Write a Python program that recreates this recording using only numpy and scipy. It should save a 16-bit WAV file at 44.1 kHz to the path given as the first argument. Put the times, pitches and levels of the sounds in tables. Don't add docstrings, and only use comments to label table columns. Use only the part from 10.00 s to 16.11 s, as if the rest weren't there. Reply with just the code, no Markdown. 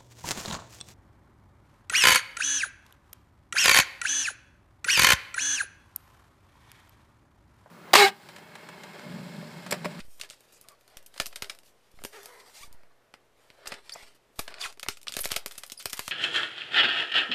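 import sys
import numpy as np
from scipy import signal
from scipy.fft import rfft, irfft
from scipy.io import wavfile
from scipy.ndimage import uniform_filter1d

SR = 44100
rng = np.random.default_rng(int(sys.argv[2]) if len(sys.argv) > 2 else 0)


def digitize_waveform(pressure):
    field = np.atleast_2d(pressure).T
    bounded = np.clip(field, -1, 1)
    quanta = np.round(bounded * 32767).astype(np.int16)
    wavfile.write(sys.argv[1], SR, quanta)


N = 269451

# t/s, peak energy/(dB per ms), centre/Hz, width/oct, thump energy/(dB per ms), burst/ms
CREASES = [(0.0007, -38, 2800, 1.2, -56, 10), (0.1971, -42, 5200, 2.3, -54, 8.4),
           (0.2124, -27.5, 4100, 1.02, -67, 2.7), (0.2343, -41.5, 3120, 1.7, -58, 2),
           (0.2462, -48, 2200, 1.8, -63, 5), (0.2914, -51, 3800, 1.5, -69, 1.2),
           (0.3002, -35.5, 5000, 0.76, -55, 0.47), (0.3067, -43, 4400, 2.3, -69, 1.9),
           (0.3342, -52, 2600, 1.7, -67, 2.6), (0.407, -53, 16400, 1.6, -58, 1.5),
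           (0.523, -49, 16400, 1.8, -63, 29), (0.6126, -44.5, 12400, 1.2, -60, 1.4),
           (0.6861, -43, 6900, 1.74, -56, 0.57), (0.81, -59, 10600, 3, -74, 1.0),
           (0.8785, -53.5, 7000, 2.7, -78, 1.1), (0.9701, -39, 6100, 2.04, -54, 1.2),
           (1.0618, -41, 16400, 1.76, -76, 6.6), (1.1405, -48, 3370, 1.8, -69, 3.8),
           (1.1612, -46, 1320, 2, -91, 6.3), (1.1772, -37.5, 3640, 1.3, -66, 3.1),
           (1.1996, -19, 2860, 1.48, -33.5, 3.5), (1.209, -39, 2200, 4.4, -52, 1.4),
           (1.2196, -38, 6100, 3.1, -50, 2.2), (1.2585, -31, 6000, 1.56, -59, 1.7),
           (1.2656, -31, 16400, 2.2, -52, 1.8), (1.3267, -44, 2100, 1.45, -65, 5.8),
           (1.3584, -30.5, 4500, 1.5, -54, 4.8), (1.4218, -27, 3770, 1.7, -35, 2.5),
           (1.4436, -34.5, 2880, 1.07, -57, 2.6), (1.496, -28, 3250, 1.25, -53, 8.1),
           (1.5017, -51, 8600, 1.7, -65, 2.2), (1.549, -51.5, 4600, 2.2, -73, 2.5),
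           (1.588, -47.5, 5300, 1.6, -74, 0.76), (1.6328, -59, 4500, 2.5, -60, 3.3),
           (1.9147, -59, 16400, 2.6, -73, 4.9), (1.9884, -46.5, 1410, 1.1, -62, 3.4),
           (2.018, -50, 700, 2.1, -54, 2.2), (2.0383, -36, 16400, 3.7, -42.5, 0.94),
           (2.0488, -31.5, 16400, 4.2, -34.5, 3.3), (2.2317, -44, 16400, 1.7, -61, 1.2),
           (2.2573, -37.5, 16400, 2.9, -62, 2.2), (2.3992, -48, 4180, 1.3, -63, 10.4),
           (2.727, -48, 16400, 2.1, -73.5, 2.4), (2.833, -53.5, 1210, 0.98, -56, 2.7),
           (3.1386, -41, 1720, 1.57, -51.5, 2.5), (3.5019, -44, 2630, 0.9, -53.5, 1.4),
           (3.6572, -38.5, 1920, 1.8, -58, 8.1), (3.6716, -33, 2730, 1.36, -67, 1.4),
           (3.6746, -28.5, 7150, 0.73, -52, 2.4), (3.719, -28.5, 1900, 1.4, -38.5, 7.9),
           (3.739, -37.5, 3240, 1.26, -49, 6.2), (3.894, -33.5, 3320, 1.06, -60, 3.5),
           (3.9518, -35, 706, 1.27, -58, 12), (4.1477, -58.5, 16400, 6.5, -67, 19),
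           (4.3577, -54, 16400, 2.6, -67, 28), (4.3863, -50, 5300, 4.9, -54, 1.3),
           (4.3914, -26.5, 10600, 5, -32.5, 5.3), (4.3994, -41, 16400, 3, -43, 1.2),
           (4.4785, -32.5, 2260, 1.37, -49, 5.2), (4.503, -48, 1700, 2.3, -57, 6.2),
           (4.5225, -46, 1500, 1.2, -53, 1.7), (4.5413, -36, 2600, 1.1, -59, 1.6),
           (4.583, -41, 2100, 1.1, -58, 4.9), (4.7259, -47, 4600, 1.6, -67, 1.4),
           (4.7733, -53.5, 714, 3.3, -55, 2.9), (4.7962, -36, 4220, 1.36, -75, 0.9),
           (4.8292, -30, 3170, 1.68, -52, 4.7), (4.863, -37, 1400, 1.2, -54, 1.1),
           (4.8852, -21.5, 3600, 1.72, -31, 2.7), (4.9708, -44, 4400, 1.7, -68, 2.3),
           (5.015, -48, 6600, 1.3, -78, 1.2), (5.0306, -45, 7400, 1.4, -68, 1),
           (5.0693, -32, 2120, 1.44, -58, 4.8), (5.0815, -21.5, 4230, 0.52, -71, 2.4),
           (5.0925, -42, 4500, 3.5, -53, 3.4), (5.1048, -50, 5400, 1.0, -53, 1.2),
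           (5.1223, -32, 5300, 1.3, -55, 1.2), (5.139, -29.5, 4640, 0.95, -52, 2.0),
           (5.149, -42, 4000, 2.3, -72, 1.4), (5.1665, -25, 5130, 2.14, -31.5, 2.9),
           (5.1835, -41, 3000, 2.0, -59, 1.3), (5.189, -27.5, 16900, 3.7, -44, 5.4),
           (5.2206, -51, 7100, 1.5, -67, 2.2), (5.2332, -34, 8100, 1.3, -70, 4.9),
           (5.2411, -29, 4200, 1.5, -50, 5.2), (5.2487, -25, 16400, 1.9, -51, 1.8),
           (5.2554, -25.5, 4050, 2.76, -36.5, 1.45), (5.2743, -35, 11700, 1.7, -65, 1.5),
           (5.2897, -38, 6500, 1.4, -75, 1.9), (5.304, -32.5, 2600, 1.4, -53, 7.6),
           (5.312, -31.5, 5370, 2.1, -67, 9.0), (5.317, -22.5, 5800, 1.85, -33.5, 2.6),
           (5.3275, -34, 3400, 1.9, -58, 1.9), (5.3407, -31.5, 3080, 1.2, -57, 1.7),
           (5.3619, -20.5, 4470, 1.8, -37, 6.2), (5.4607, -28.5, 9100, 3.2, -35, 1),
           (5.4793, -40, 7800, 1.2, -69, 2.2), (5.5101, -39, 4000, 1.66, -69, 4.8),
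           (5.5198, -40, 16400, 2.5, -71, 3.5), (5.5538, -46.5, 4000, 1.8, -74, 4.1),
           (5.5789, -32, 12100, 2.17, -49, 5), (5.6339, -34.5, 3500, 2.1, -65, 5.7),
           (5.664, -40, 16400, 1.6, -76, 2.4), (5.6771, -47, 16400, 1.9, -76, 1.4),
           (5.699, -38, 4200, 1.4, -77, 1.5), (5.7193, -30.5, 6500, 1.1, -45, 2.7),
           (5.7982, -34.5, 4100, 1.25, -69, 29), (5.8256, -40, 16400, 2.3, -80, 2.0),
           (5.8562, -24.5, 6400, 2.74, -32, 2.26), (5.8964, -34, 7000, 1.6, -72, 11),
           (5.9256, -44, 7300, 1.7, -72, 2.5), (5.9298, -25.5, 8900, 2.16, -42.5, 3.9),
           (5.9355, -38.5, 2900, 1.7, -63, 2.9), (5.97, -38, 16400, 2.5, -77, 3.5),
           (5.976, -37, 4700, 1.7, -63, 3.4), (5.9922, -26.5, 3920, 3.25, -41, 2.4),
           (6.0789, -28, 3000, 2.16, -38, 1.9)]
# low/Hz, high/Hz
SNAP_BANDS_HZ = [(65, 500), (500, 1200), (1200, 2500), (2500, 5000), (5000, 9000), (9000, 17000)]
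# energy/dB re a 3 ms snap, t60/s
WASH = [(-20.5, 0.064), (-8, 0.05), (-7, 0.1), (-6, 0.071), (-4.5, 0.076), (-3.5, 0.092)]
# t/s at full level, rise/s, hold/s, fall/s, level/dB, centre/Hz, width/oct
RUB_STROKES = [(0, .01, 0.012, 0.13, -65.5, 3030, 1.2), (0.153, 0.3, 0.016, 0.069, -62, 11100, 1.6),
               (0.222, 0.04, .02, 0.094, -56.5, 2500, 1.9), (0.314, 0.028, 0.029, 0.065, -59.5, 3930, 1.2),
               (0.402, 0.097, .2, .15, -70, 4030, 2.2), (0.542, 0.037, 0.024, 0.028, -59, 6500, 0.58),
               (.8, .06, .12, .06, -79, 9000, 1.9), (0.678, 0.073, 0.055, 0.075, -68.5, 1100, 3),
               (0.935, 0.21, 0.045, 0.22, -66, 1840, 1.95), (1.184, 0.088, 0.058, 0.21, -59.5, 6000, 4),
               (1.43, 0.19, 0.096, 0.083, -63, 3030, 6.2), (1.666, 0.051, 0.021, 0.038, -62.5, 9000, 2),
               (1.783, 0.095, 0.15, 0.075, -76, 3520, 1.6), (2.06, 0.022, .01, 0.076, -57, 12000, 1.2),
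               (1.983, .08, 0.15, .05, -68, 7000, 2.5), (2.13, 0.044, 0.16, 0.77, -57.5, 1270, 1.18),
               (2.13, 0.048, 0.11, 0.46, -59.5, 7000, 1.8), (2.618, 0.24, 0.015, 0.062, -52, 5000, 1.5),
               (2.85, 0.14, 0.37, 0.26, -78.5, 893, 1.3), (3.397, 0.069, 0.18, 0.3, -71, 2042, 2.6),
               (3.718, 0.14, 0.019, 0.11, -49, 1370, 1.56), (3.98, 0.3, 0.059, 0.14, -55.5, 2700, 1.7),
               (4.415, 0.054, 0.0071, 0.067, -52.5, 13000, 3.1),
               (4.514, 0.11, 0.16, 0.061, -54.5, 1270, 1.5), (4.611, 0.023, 0.057, .05, -40.5, 3470, 1.33),
               (4.914, .05, .01, 0.061, -48.5, 5070, 0.87), (5.174, 0.073, 0.018, 0.084, -47.5, 5000, 1.4),
               (5.373, 0.19, .01, 0.083, -51, 2030, 1.7), (5.512, 0.047, 0.067, 0.31, -61.5, 4000, 2.3),
               (5.854, 0.097, .03, .05, -58, 6000, 1.5), (5.946, .05, 0.025, 0.062, -52, 2500, 1.4),
               (6.028, 0.079, 0.1, .05, -50.5, 5600, 1.45)]
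# low/Hz, high/Hz
RUSTLE_BANDS_HZ = [(380, 800), (800, 2000), (2000, 5000), (5000, 9000), (9000, 17000)]
# [t/s, f/Hz, level/dB]
SLIP_STROKES = [ ((.4, 0.15), (-8, -14), [(.638, 1390, -72), (.65, 1200, -60), (.67, 1074, -74),
                (.7, 1267, -69), (.715, 1122, -58.5), (.745, 1117, -63)]), ((0.14, 0.48), (-1, -7),
                [(2.125, 390, -59), (2.14, 414.3, -54), (2.16, 469.5, -52), (2.185, 385.3, -52.5),
                (2.22, 396, -68), (2.29, 504.6, -57.5), (2.4, 438.3, -62), (2.51, 510, -69)]),
                ((.07, 0.031), (2, -3.5), [(2.54, 523, -72), (2.575, 769, -52.5), (2.595, 863, -55),
                (2.622, 975, -49), (2.634, 1176, -36.5), (2.643, 1174, -41), (2.655, 1170, -66),
                (2.672, 1260, -74)]), ((0.059, .1), (-12, -10), [(3.921, 5150, -40), (3.925, 4520, -36.5),
                (3.932, 4510, -45), (3.939, 5870, -39), (3.942, 7450, -45), (3.947, 7800, -49)]),
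                ((0.027, 0.63), (-20.5, 1.6), [(4.598, 4520, -49), (4.604, 4690, -38), (4.609, 4670, -47),
                (4.616, 4774, -24), (4.621, 4326, -58), (4.625, 3480, -27), (4.634, 3460, -39),
                (4.64, 2630, -27.5), (4.652, 1762, -33), (4.662, 1363, -32.5), (4.69, 1320, -74)]),
                ((0.35, 0.11), (-20, -20), [(5.204, 11100, -36), (5.208, 12000, -32), (5.213, 10270, -30.5),
                (5.217, 10050, -33), (5.223, 13000, -34)]), ((.03, 0.18), (-2.6, 5), [(5.772, 4700, -60),
                (5.778, 5150, -36.5), (5.784, 4670, -55), (5.79, 4960, -47), (5.798, 4710, -43)])]
# f/Hz, width/Hz, gain/dB
SHELL_MODES = [(237, 68, -2), (405, 15.5, 3.5), (548, 20, -2.5), (614, 28, -1.5), (684, 59, -1.5),
               (841, 24, -9), (1450, 7.7, -55), (2097, 240, -16.5), (3120, 930, -15.5)]
# f/Hz, t60/s
ROOM_DECAY = [(250, 0.018), (1000, 0.13), (4000, 0.19), (12000, 0.12)]
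# f/Hz, relative level/dB
AIR_SPECTRUM = [(18, -24), (30, 3), (49, -11), (124, -16.5), (165, -11), (529, -5), (865, -11),
                (1040, -11.5), (3240, -19.5), (3980, -22.5), (12700, -30), (14500, -30)]
# t/s, drop/full scale
BASELINE_DROPS = [(0.969, 0.0038), (1.204, 0.0095), (1.268, 0.0031), (1.424, 0.0027), (2.048, 0.0067),
                  (3.677, .0033), (4.389, 0.015), (4.655, 0.0035), (4.883, 0.0065), (5.168, 0.0071),
                  (5.209, 0.0081), (5.258, .0072), (5.316, 0.0014), (5.365, .0045), (5.46, 0.0016),
                  (5.856, 0.0021), (5.935, 0.0017), (5.993, 0.0013)]
# first step/s, last step/s
BASELINE_CLIMBS = [(.016, .084), (1.942, 2.01), (2.611, 2.748), (4.03, 4.03)]

ROOM_DB, AIR_DB, HUM_DB = -14.5, -67.5, -81
HUM_HZ, CUTOFF_HZ = 119, 14200


def crease_snaps(thump_db_per_oct=-2, wash_delay_s=.00044, wash_rise_s=.0014):
    starts_s, peak_db, centre_hz, width_oct, thump_db, burst_ms = np.vstack([CREASES, faint_creases()]).T
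    t, out = np.arange(1800) / SR, np.zeros(N)
    fade = np.exp(-(1000 * t / np.clip(burst_ms[:, None], .2, 25)) ** 2) * np.minimum(t / .0001, 1)
    grain, size = rng.standard_normal((len(starts_s), len(t), 2)).transpose(2, 0, 1)
    cracks = fade * (grain * gain_of(5.7 * size) - .25)
    wash = sheet_resonances(rng.standard_normal(N))
    for edges_hz, (wash_db, t60_s) in zip(SNAP_BANDS_HZ, WASH):
        bursts, energy = bandpass(cracks, edges_hz), np.zeros(N)
        bursts = bursts / np.sqrt((bursts ** 2).sum(1, keepdims=True) / SR * 1000)
        above_oct = np.log2(np.prod(edges_hz) / np.prod(SNAP_BANDS_HZ[0])) / 2
        crack_gain = gain_of(peak_db + hump_db(edges_hz, centre_hz, width_oct))
        thump_gain = gain_of(thump_db + thump_db_per_oct * above_oct)
        for at_s, gain, ms, burst in zip(starts_s, np.hypot(crack_gain, thump_gain), burst_ms, bursts):
            add(out, at_s, gain * burst)
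            wash_energy = gain ** 2 * gain_of(2 * wash_db) * SR / 1000 * (ms / 3) ** .24
            add(energy, at_s + wash_delay_s, [wash_energy])
        rise, fall = np.exp(-1 / wash_rise_s / SR), np.exp(-2 * np.log(1000) / t60_s / SR)
        onsets = signal.lfilter([1 - rise], [1, -rise], energy)
        power = signal.lfilter([1 - fall], [1, -fall], onsets)
        out += np.sqrt(abs(power)) * unit_rms(bandpass(wash, edges_hz))
    return out


def faint_creases(rate_per_s=8, until_s=1.15, mean_db=-58, spread_db=3):
    when, size, pitch = rng.random((round(rate_per_s * until_s), 3)).T
    peak_db = mean_db + spread_db * (2 * size - 1)
    width_oct = burst_ms = np.full(len(when), 1.5)
    return np.transpose([when * until_s, peak_db, 6000 * 2.5 ** pitch, width_oct, peak_db - 25, burst_ms])


def rustle(edge_db=-20, ticks_per_s=2500):
    full_s, rise_s, hold_s, fall_s, level_db, centre_hz, width_oct = np.transpose(RUB_STROKES)[:, :, None]
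    t, grid_s = np.arange(N) / SR, np.arange(0, N, 64) / SR
    outside_hold = np.maximum((full_s - grid_s) / rise_s, (grid_s - full_s - hold_s) / fall_s)
    power = gain_of(2 * (level_db + edge_db * np.maximum(outside_hold, 0)))
    clumps = gain_of(.58 * wander(N, 150) + 1.9 * wander(N, 1200))
    ticks = rng.standard_normal(N) * gain_of(1.9 * np.minimum(rng.exponential(1, N), 5))
    ticks *= rng.random(N) < ticks_per_s / SR
    friction = clumps * (.19 * unit_rms(ticks) + sheet_resonances(rng.standard_normal(N)))
    friction /= np.sqrt(uniform_filter1d(friction ** 2, 4000))
    out = np.zeros(N)
    for edges_hz in RUSTLE_BANDS_HZ:
        band_power = (power * gain_of(2 * hump_db(edges_hz, centre_hz, width_oct))).sum(0)
        out += np.interp(t, grid_s, np.sqrt(band_power)) * unit_rms(bandpass(friction, edges_hz))
    return out


def sheet_resonances(x, depth_db=3.5):
    spectra = signal.stft(x, nperseg=1024)[2]
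    patches = uniform_filter1d(rng.standard_normal(spectra.T.shape), size=8, axis=0)
    patches = unit_rms(uniform_filter1d(patches, size=3, axis=1))
    return unit_rms(signal.istft(spectra * gain_of(depth_db * patches.T), nperseg=1024)[1][:N])


def squeak(roughness, slope_db, path):
    knots_s, *columns = np.transpose(path)
    t = np.arange(knots_s[0], knots_s[-1], 1 / SR)
    hz, level_db = (np.interp(t, knots_s, column) for column in columns)
    n, period_samples = len(t), SR / hz.mean()
    slope_db, rough = np.linspace(*slope_db, n), np.linspace(*roughness, n)
    jitter = .328 * wander(n, period_samples) + .058 * wander(n, 6 * period_samples)
    phase_rad = 2 * np.pi * np.cumsum(hz * (1 + rough * jitter)) / SR
    stack = sum(gain_of(slope_db * (k - 1)) * (k * hz < CUTOFF_HZ) * np.cos(k * phase_rad + .685 * k * k)
                for k in range(1, 11))
    gain = gain_of(level_db + 6 * rough * wander(n, period_samples))
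    return knots_s[0], gain * unit_rms(stack) * signal.windows.tukey(n, .05)


def shell_ring(x):
    return sum(gain_of(db) * signal.lfilter(*signal.iirpeak(hz, hz / width_hz, SR), x)
               for hz, width_hz, db in SHELL_MODES)


def reflections(x, onset_s=.00046):
    hz, t, spectra = signal.stft(rng.standard_normal(SR // 2), SR, nperseg=128)
    decay = gain_of(-60 * t / log_interp(ROOM_DECAY, hz)[:, None])
    tail = signal.istft(spectra * decay, SR, nperseg=128)[1]
    tail *= np.clip(np.arange(len(tail)) / SR / onset_s - .5, 0, 1)
    return signal.fftconvolve(x, tail / np.linalg.norm(tail))[:N]


def room_tone():
    shape = gain_of(log_interp(AIR_SPECTRUM, np.fft.rfftfreq(N, 1 / SR)))
    hiss = unit_rms(irfft(rfft(rng.standard_normal(N)) * shape, N))
    hum = np.sqrt(2) * np.sin(2 * np.pi * HUM_HZ * np.arange(N) / SR)
    return gain_of(AIR_DB + .83 * wander(N, 4000)) * hiss + gain_of(HUM_DB + .47 * wander(N, 6820)) * hum


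def baseline(step_s=.034, step_fs=.0035, opening_fs=.0079, rest_fs=-.00036, settle_s=.1):
    steps = [(at_s, step_fs) for first_s, last_s in BASELINE_CLIMBS
             for at_s in np.arange(first_s, last_s + step_s / 2, step_s)]
    drops = [(at_s, -drop_fs) for at_s, drop_fs in BASELINE_DROPS]
    kicks = np.zeros(N)
    for at_s, jump_fs in [(.00094, opening_fs)] + steps + drops:
        add(kicks, at_s, np.full(8, jump_fs / 8))
    return rest_fs + signal.lfilter([1], [1, -np.exp(-1 / settle_s / SR)], kicks)


def hump_db(edges_hz, centre_hz, width_oct, skirt_db=-6, floor_db=-45):
    offset_oct = np.log2(np.sqrt(np.prod(edges_hz)) / centre_hz)
    return np.maximum(skirt_db * (offset_oct / width_oct) ** 2, floor_db)


def gain_of(db):
    return 10 ** (np.asarray(db) / 20)


def unit_rms(x):
    return x / np.sqrt(np.mean(x ** 2) + 1e-20)


def log_interp(table, hz):
    knots_hz, values = np.transpose(table)
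    return np.interp(np.log(hz + 1), np.log(knots_hz + 1), values)


def add(mix, at_s, sound):
    part = mix[round(at_s * SR):][:len(sound)]
    part += sound[:len(part)]


def bandpass(x, edges_hz):
    return signal.sosfilt(signal.butter(3, edges_hz, "bandpass", fs=SR, output="sos"), x)


def wander(n, smooth_samples):
    return unit_rms(uniform_filter1d(rng.standard_normal(n), max(int(smooth_samples), 1)))


def scene():
    squeaks = np.zeros(N)
    for stroke in SLIP_STROKES:
        add(squeaks, *squeak(*stroke))
    sharp = crease_snaps() + bandpass(squeaks, (330, 16000))
    film = sharp + gain_of(ROOM_DB) * reflections(sharp) + rustle()
    return (film + shell_ring(film) + room_tone())[None]


def record(dry):
    lowpass = signal.firwin(201, CUTOFF_HZ, window=("kaiser", 8), fs=SR)
    return signal.oaconvolve(dry + baseline(), lowpass[None], "same")


dry = scene()
out = record(dry)
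digitize_waveform(out)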